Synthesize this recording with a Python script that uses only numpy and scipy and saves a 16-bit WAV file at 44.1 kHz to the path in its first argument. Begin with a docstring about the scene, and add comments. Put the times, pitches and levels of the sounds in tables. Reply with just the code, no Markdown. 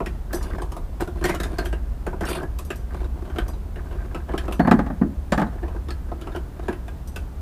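"""Rummaging for spare parts in a van

A hand stirs a tub of small metal and plastic parts in the back of a van, over a steady low rumble.
Parts slide, clack and knock on the tub, and a steel drill bit clinks among them. Midway a few are
put down on a hollow plastic tool case, which booms. The cramped cab answers briefly."""
import sys
import numpy as np
from scipy import signal
from scipy.fft import rfft, irfft, next_fast_len
from scipy.io import wavfile

SR = 44100
rng = np.random.default_rng(int(sys.argv[2]) if len(sys.argv) > 2 else 0)


def inscribe(sig):
    """Save sig as 16-bit PCM at rate SR to the path in sys.argv[1].

    A 1-D sig is mono; a 2-D sig holds one channel per row.
    Samples are clipped to [-1, 1] before scaling.
    """
    pcm = np.round(np.clip(np.atleast_2d(sig).T, -1, 1) * 32767)
    wavfile.write(sys.argv[1], SR, pcm.astype(np.int16))


N = 326781
AGE = np.arange(12288) / SR  # seconds since a hit
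HZ = np.fft.rfftfreq(len(AGE), 1 / SR)

# Sweeps of the hand. Each row: start and end in seconds, effort as the rubbing level in dB.
HAND_STROKES = [(0.29, 0.629, -35), (0.994, 1.059, -32.5), (1.153, 1.246, -35.5), (1.221, 1.354, -30.5),
                (1.42, 1.68, -36.5), (2.206, 2.443, -30), (2.896, 3.072, -37), (3.139, 3.537, -42.5),
                (3.747, 4.242, -42.5), (4.267, 4.549, -39), (5.434, 5.811, -46), (6.035, 6.407, -48),
                (6.558, 6.76, -42.5)]
# The tub's dull knock. Each row: resonance in Hz, width in Hz, relative level in dB.
TUB_MODES = [(154.7, 21, -0.5), (209.5, 45, -4), (349.2, 51.7, 2), (689, 112, -7), (1014, 169, -11)]
# A hollow plastic fitting. Each row: resonance in Hz, width in Hz, relative level in dB.
FITTING_MODES = [(1217, 86, -5), (1560, 91, 0), (1804, 600, -12.5)]


def rummaging():
    """The foreground clatter of parts striking each other in the tub."""
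    # Each row: start in seconds, strength in dB, clack pitch in Hz, hardness (treble share) in dB.
    collisions = [(0.003, -27.5, 2400, -21.5), (0.06, -30.5, 2400, -8.5), (0.331, -28, 4240, -15.5),
                  (0.427, -45.5, 4140, 0), (0.582, -35, 3260, -18.5), (0.618, -31.5, 3100.0, -12.5),
                  (0.719, -37.5, 3050, -9.5), (0.765, -35, 3850.0, -13.5), (1.006, -29, 2340.0, -11.5),
                  (1.075, -34, 3380, -16.5), (1.24, -21.5, 4320, -10), (1.253, -22.5, 3140.0, -10),
                  (1.293, -23.5, 2500, -11.5), (1.347, -29.5, 2940, -8.5), (1.4, -27, 3850, -9.5),
                  (1.433, -32.5, 3640, -3), (1.584, -24.5, 4270, -10.5), (1.656, -32.5, 3140, -7.5),
                  (1.727, -30.5, 2790, -13), (2.065, -27.5, 2560, -15.5), (2.129, -35, 2200, -24),
                  (2.208, -28, 3130, -15.5), (2.252, -33, 3000, -8), (2.286, -28, 3020, -9.5),
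                  (2.429, -31.5, 2230, -20), (2.587, -39, 2520, -2.5), (2.703, -27.5, 2590, -9),
                  (2.954, -50, 3050.0, -20), (3.298, -39.5, 3090.0, -16.5), (3.359, -34.5, 2230, -13),
                  (3.384, -24.5, 3100.0, -12), (3.758, -39.5, 2900, -13.5), (4.146, -30.5, 2600, -12),
                  (4.291, -34.5, 3020, -19.5), (4.336, -27, 2260.0, -22), (4.378, -30.5, 3100, -5),
                  (4.48, -29.5, 2590, -17), (4.523, -34.5, 2670.0, -4), (5.63, -34, 2280.0, -24.5),
                  (5.748, -47.5, 2560.0, -44), (5.885, -36, 3580, -12), (5.905, -36, 4300, -4.5),
                  (6.116, -34.5, 3620.0, -26), (6.212, -52, 3030, 2.5), (6.271, -34, 2760, -15.5),
                  (6.348, -33, 2960, -17), (6.36, -34.5, 3000, -9), (6.682, -24, 2420, -18),
                  (6.727, -41.5, 2670, -7), (6.88, -39, 2500, -10.5), (7.16, -34.5, 2630, -3.5)]
    return contacts(collisions)


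def contacts(rows):
    """Parts clack and rebound once; hollow ones ring lower, and the heap passes each blow to the tub."""
    # The mix of a contact. Each voice: offset in dB, dB gained per dB of extra hardness.
    balance = {"tub": (-0.58, -0.37), "hollow": (-7, 0.28), "clack": (-13, 1), "tick": (-18, 1.23)}
    # The hand meets steel at first, then mostly plastic.
    # Each row: time in seconds, tilt from plastic clack toward metal tick in dB.
    metal_tilt = [(0.05, -1.5), (0.35, 11), (1.0, 10.5), (1.75, -2), (2.55, 14.5), (2.7, -3.5), (7.4, -1)]
    attack = 1 - np.exp(-AGE / 0.00047)  # softens the first half millisecond of each hit
    impulse = AGE == 0  # the part's weight, landing at once
    half = len(AGE) // 2
    out = np.zeros(N)
    for s, strength_db, clack_hz, hardness_db in rows:
        gain = voice_gains(balance, strength_db, hardness_db)
        metal = amp(np.interp(s, *np.transpose(metal_tilt)) / 2)
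        force = attack * chatter(t60=0.094, cab_db=-16.5, cab_t60=0.48)
        size = np.exp(0.14 * rng.standard_normal())
        tub = body(force + 3.3 * impulse, TUB_MODES, low_hz=118, high_hz=1330)
        fitting = body(force + 6.9 * impulse, FITTING_MODES, low_hz=815, high_hz=2340, size=size)
        hit = gain["tub"] * tub + gain["hollow"] * fitting
        hit += gain["clack"] / metal * attack * clack(clack_hz)
        hit[:half] += gain["tick"] * metal * attack[:half] * tick(mode_count=10)
        add(out, s, hit)
        rebound_s = s + 0.012 + 0.025 * rng.random()
        add(out, rebound_s, amp(-23.5) * hit)
    return out


def clack(hz):
    """A short hard part: a main mode and a weaker, higher one, over a dry crack."""
    force = chatter(t60=0.099, cab_db=-16, cab_t60=0.096) + 6.7 * (AGE == 0)
    overtone_hz = hz * rng.uniform(1.0, 1.5)
    ring = body(force, [(hz, 130, 0), (overtone_hz, 300, -12)], low_hz=1700, high_hz=5600)
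    crack_force = chatter(t60=0.059, cab_db=-2, cab_t60=0.19)
    crack = body(crack_force, [(2520, 960, 0)], low_hz=1680, high_hz=5200)
    return unit_hit(ring + amp(-3.5) * crack)


def tick(mode_count):
    """Each small metal part has its own high modes, which ring over the crack of contact."""
    t = AGE[:len(AGE) // 2]
    detune = 1 + 0.04 * rng.standard_normal((mode_count, 1))
    hz = np.geomspace(4900, 14000, mode_count)[:, None] * detune
    strength, life = rng.standard_normal((2, mode_count, 1))
    t60 = 0.06 * np.exp(0.3 * life)
    ring = np.sum(amp(5 * strength - 60 * t / t60) * np.sin(2 * np.pi * hz * t), axis=0)
    force = chatter(t60=0.072, cab_db=-8, cab_t60=0.33)[:len(t)]
    crack = band(force, 2800, 11400, order=2)
    return unit_hit(unit_hit(crack) + amp(2) * unit_hit(ring))


def tool_case():
    """Parts land on the case: a sharp crack, the rattle of the lid and the boom of the hollow under it."""
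    # Each row: start in seconds, strength in dB, hardness (treble share) in dB.
    knocks = [(4.595, -13, -16.5), (4.649, -20.5, -22), (4.673, -13.5, -16.5), (4.712, -9.5, -13),
              (4.79, -19.5, -14.5), (4.863, -30.5, -13.5), (4.901, -27, -19.5), (5.014, -16.5, -39),
              (5.321, -17.5, -8), (5.377, -19, -12), (5.396, -25, -10.5), (5.416, -20, -13)]
    # The mix of a knock. Each voice: offset in dB, dB gained per dB of extra hardness.
    balance = {"boom": (-1.05, -0.15), "lid": (-3, 0.41), "crack": (-20, 1.76), "snap": (-29, 2)}
    # The hollow and its lid. Each row: resonance in Hz, width in Hz, relative level in dB.
    cavity_modes = [(163, 115, -16.5), (192, 58, 10.5), (285, 50, 7), (345, 43, -0.5)]
    lid_modes = [(520, 240, 0.5), (726, 88, 6), (853, 67, 4), (1230, 150, -1.5), (1510, 270, -2.5),
                 (1730, 500, -5)]
    out = np.zeros(N)
    for s, strength_db, hardness_db in knocks:
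        gain = voice_gains(balance, strength_db, hardness_db)
        push = chatter(t60=0.11, cab_db=0.5, cab_t60=0.3)
        push[0] += 40  # the weight of the part lands all at once
        add(out, s, gain["boom"] * body(push, cavity_modes, low_hz=100, high_hz=510))
        rattle = chatter(t60=0.092, cab_db=-26, cab_t60=0.8)
        add(out, s, gain["lid"] * body(rattle, lid_modes, low_hz=374, high_hz=2330))
        crack = chatter(t60=0.095, cab_db=-9, cab_t60=0.087)
        add(out, s, gain["crack"] * unit_hit(band(crack, 1300, 3760, order=2)))
        add(out, s, gain["snap"] * tick(mode_count=12))
    return out


def drill_bit():
    """The long bit clinks when nudged; the parts around it damp its ring."""
    # Each row: start in seconds, strength in dB.
    clinks = [(0.33, -34.5), (0.3448, -34), (1.6516, -43), (2.293, -36), (2.65, -46.5), (2.758, -46.5),
              (3.481, -43), (4.5276, -44), (7.0748, -45), (7.1626, -59)]
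    # The bit's ring. Each row: pitch in Hz, relative level in dB.
    bit_modes = [(4840, -12), (5950, -6), (7090, -13), (8370, -4), (9825, -6), (11350, 0), (12755, -5),
                 (13260, -10), (14320, -6)]
    out = np.zeros(N)
    for s, strength_db in clinks:
        add(out, s, amp(strength_db - 8) * steel_ring(bit_modes, decay_cycles=1400))
        add(out, s, amp(strength_db - 6) * tick(mode_count=9))
    return out


def steel_ring(modes, decay_cycles):
    """Struck steel: each mode is a beating pair that falls 60 dB in the same number of cycles."""
    hz, level_db = np.transpose(modes)[:, :, None]
    reach = np.cos(rng.uniform(0, np.pi * 2 / 5, hz.shape))  # the point of impact favours some modes
    beat = np.cos(2 * np.pi * rng.uniform(1.6, 50, hz.shape) * AGE)
    envelope = reach * beat * amp(level_db - 60 * AGE * hz / decay_cycles)
    ring = np.sum(envelope * np.sin(2 * np.pi * (hz * AGE + rng.random(hz.shape))), axis=0)
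    attack = 1 - np.exp(-AGE / 0.007)
    return unit_hit(ring * attack)


def stirring():
    """Parts rub along the tub and fittings rattle; at the height of a firm stroke they scrape and ring."""
    # The tone of the grit. Each row: frequency in Hz, relative level in dB.
    grit_spectrum = [(400, 26), (2400, 21.5), (4800, 17.5), (6500, -8), (9000, 19.5), (15000, 0)]
    firm_db, grit_growth = -29.5, 3.2  # a firm stroke's effort; dB of scrape per dB of effort
    rub = unit(filtered(slips(per_s=180, spread_db=-4.5), lambda hz: resonances(TUB_MODES, hz)))
    fittings = filtered(slips(per_s=100, spread_db=20), lambda hz: resonances(FITTING_MODES, hz))
    rattle = amp(-10.5) * unit(band(fittings, 680, 2540))
    grit = unit(filtered(slips(per_s=600, spread_db=4), lambda hz: colour(grit_spectrum, hz)))
    out = np.zeros(N)
    for start, end, effort_db in HAND_STROKES:
        span = slice(round(start * SR), round(end * SR))
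        pitches = np.geomspace(2300, 13000, 18) * rng.uniform(0.94, 1.06, 18)
        part_modes = [(hz, 55, 0) for hz in pitches]
        ring = unit(filtered(grit[span], lambda hz: resonances(part_modes, hz)))
        swell = signal.windows.hann(len(ring)) ** 1.34
        scrape = amp(-38 + grit_growth * (effort_db - firm_db)) * swell * (grit[span] + ring)
        stroke = amp(effort_db) * (rub[span] + rattle[span]) + scrape
        add(out, start, signal.windows.tukey(len(stroke), 0.2) * stroke)
    return out


def slips(per_s, spread_db):
    """Friction: tiny slips at random times, each a noise burst of a few milliseconds."""
    kicks = (rng.random(N) < per_s / SR) * amp(spread_db * rng.random(N))
    envelope = signal.lfilter([1], [1, -np.exp(-1 / (0.0038 * SR))], kicks)
    return envelope * rng.standard_normal(N)


def light_touches():
    """The longer strokes jostle a few parts lightly, at uneven moments."""
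    touches_per_s, strength_db, hardness_db, clack_hz = 6.5, -43, -13.5, 3100
    rows = []
    for start, end, _ in HAND_STROKES:
        count = int((end - start) * touches_per_s)
        for k, (jitter, softness, pitch) in enumerate(rng.uniform(-1, 1, (count, 3))):
            s = start + (end - start) * (k + (1 + jitter) / 2) / count
            rows.append((s, strength_db - 3 * softness, clack_hz * np.exp(0.28 * pitch), hardness_db))
    return contacts(rows)


def steel_part():
    """A small steel part sings faintly after the first blow on the case, until other parts damp it."""
    # Each row: pitch in Hz, starting level in dB.
    modes = [(4393, -49.5), (11000, -60)]
    start_s, free_t60 = 4.6, 0.7
    ring = sum(amp(db - 60 * AGE / free_t60) * np.sin(2 * np.pi * hz * AGE) for hz, db in modes)
    damping = np.cos(np.pi / 2 * AGE / AGE[-1])
    out = np.zeros(N)
    add(out, start_s, ring * damping)
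    return out


def cab_rumble():
    """A low rumble booms in the cab, under faint outdoor noise and hiss."""
    # The rumble's slow drift. Each row: time in seconds, deep band level in dB, upper band level in dB.
    drift = [(0, -29, -33.5), (4.6, -33.5, -29.5), (7.4, -37.5, -33.5)]
    # The outdoor air. Each row: frequency in Hz, relative level in dB.
    air_spectrum = [(20, -51), (110, 7), (340, -5), (470, -10), (750, -12), (1500, -20.5), (2200, -27.5),
                    (6000, -35), (15000, -36.5)]
    s, deep_db, upper_db = np.transpose(drift)
    t = np.arange(N) / SR
    deep = amp(np.interp(t, s, deep_db)) * unit(band(rng.standard_normal(N), 26, 56.8, order=4))
    upper = amp(np.interp(t, s, upper_db)) * unit(band(rng.standard_normal(N), 48.2, 77.6))
    air = unit(filtered(rng.standard_normal(N), lambda hz: colour(air_spectrum, hz)))
    return deep + upper + amp(-41) * air


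def chatter(t60, cab_db, cab_t60):
    """One contact's noisy force and the cab's dense reflections; each falls 60 dB in its t60 seconds."""
    return rng.standard_normal(len(AGE)) * (amp(-60 * AGE / t60) + amp(cab_db - 60 * AGE / cab_t60))


def body(force, modes, low_hz, high_hz, size=1):
    """A plastic shell answers a force within its band; a bigger one sounds lower."""
    s = 1j * (HZ + 1)
    off_band = (s * s + low_hz * high_hz) / (s * (high_hz - low_hz))
    band_pass = 1 / (off_band ** 2 + np.sqrt(2) * off_band + 1)
    return unit_hit(irfft(rfft(force) * resonances(modes, HZ * size) * band_pass))


def resonances(modes, hz):
    """Response of a body with broad modes of alternating sign."""
    return sum((-1) ** k * amp(db) * 1j * hz * width / (centre ** 2 - hz ** 2 + 1j * hz * width)
               for k, (centre, width, db) in enumerate(modes))


def voice_gains(balance, strength_db, hardness_db, usual_hardness_db=-11):
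    """Harder hits favour the high voices, softer ones the low."""
    extra_db = hardness_db - usual_hardness_db
    return {name: amp(strength_db + db + slope * extra_db) for name, (db, slope) in balance.items()}


def amp(db):
    """Decibels to gain."""
    return np.exp(np.asarray(db) * (np.log(10) / 20))


def unit(x):
    """Scale to rms 1."""
    return x / np.sqrt(np.mean(x ** 2) + 1e-20)


def unit_hit(x):
    """Scale a hit to rms 1 over its first 20 ms."""
    return x / np.sqrt(np.mean(x[:SR // 50] ** 2) + 1e-20)


def colour(points, hz):
    """An EQ curve through (Hz, dB) points on a log axis."""
    f, db = np.transpose(points)
    return amp(np.interp(np.log(hz + 1), np.log(f), db))


def filtered(x, response):
    """Shape x with a frequency response."""
    m = next_fast_len(len(x) + len(AGE))
    return irfft(rfft(x, m) * response(np.fft.rfftfreq(m, 1 / SR)), m)[:len(x)]


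def band(x, low_hz, high_hz, order=3):
    """Causal band-pass."""
    return signal.sosfilt(signal.butter(order, [low_hz, high_hz], "band", fs=SR, output="sos"), x)


def add(track, s, sound):
    """Mix a sound into the track at s seconds."""
    start = max(round(s * SR), 0)
    track[start:start + len(sound)] += sound[:N - start]


def scene():
    """Hits, friction and rumble in mono, heard from just behind the shoulder."""
    struck = rummaging() + tool_case() + drill_bit() + steel_part()
    return (struck + cab_rumble() + stirring() + light_touches())[None]


def record(dry):
    """Clip at full scale and cut everything above 15.5 kHz."""
    return filtered(np.clip(dry[0], -1, 1), lambda hz: hz < 15500)[None]


dry = scene()
out = record(dry)
inscribe(out)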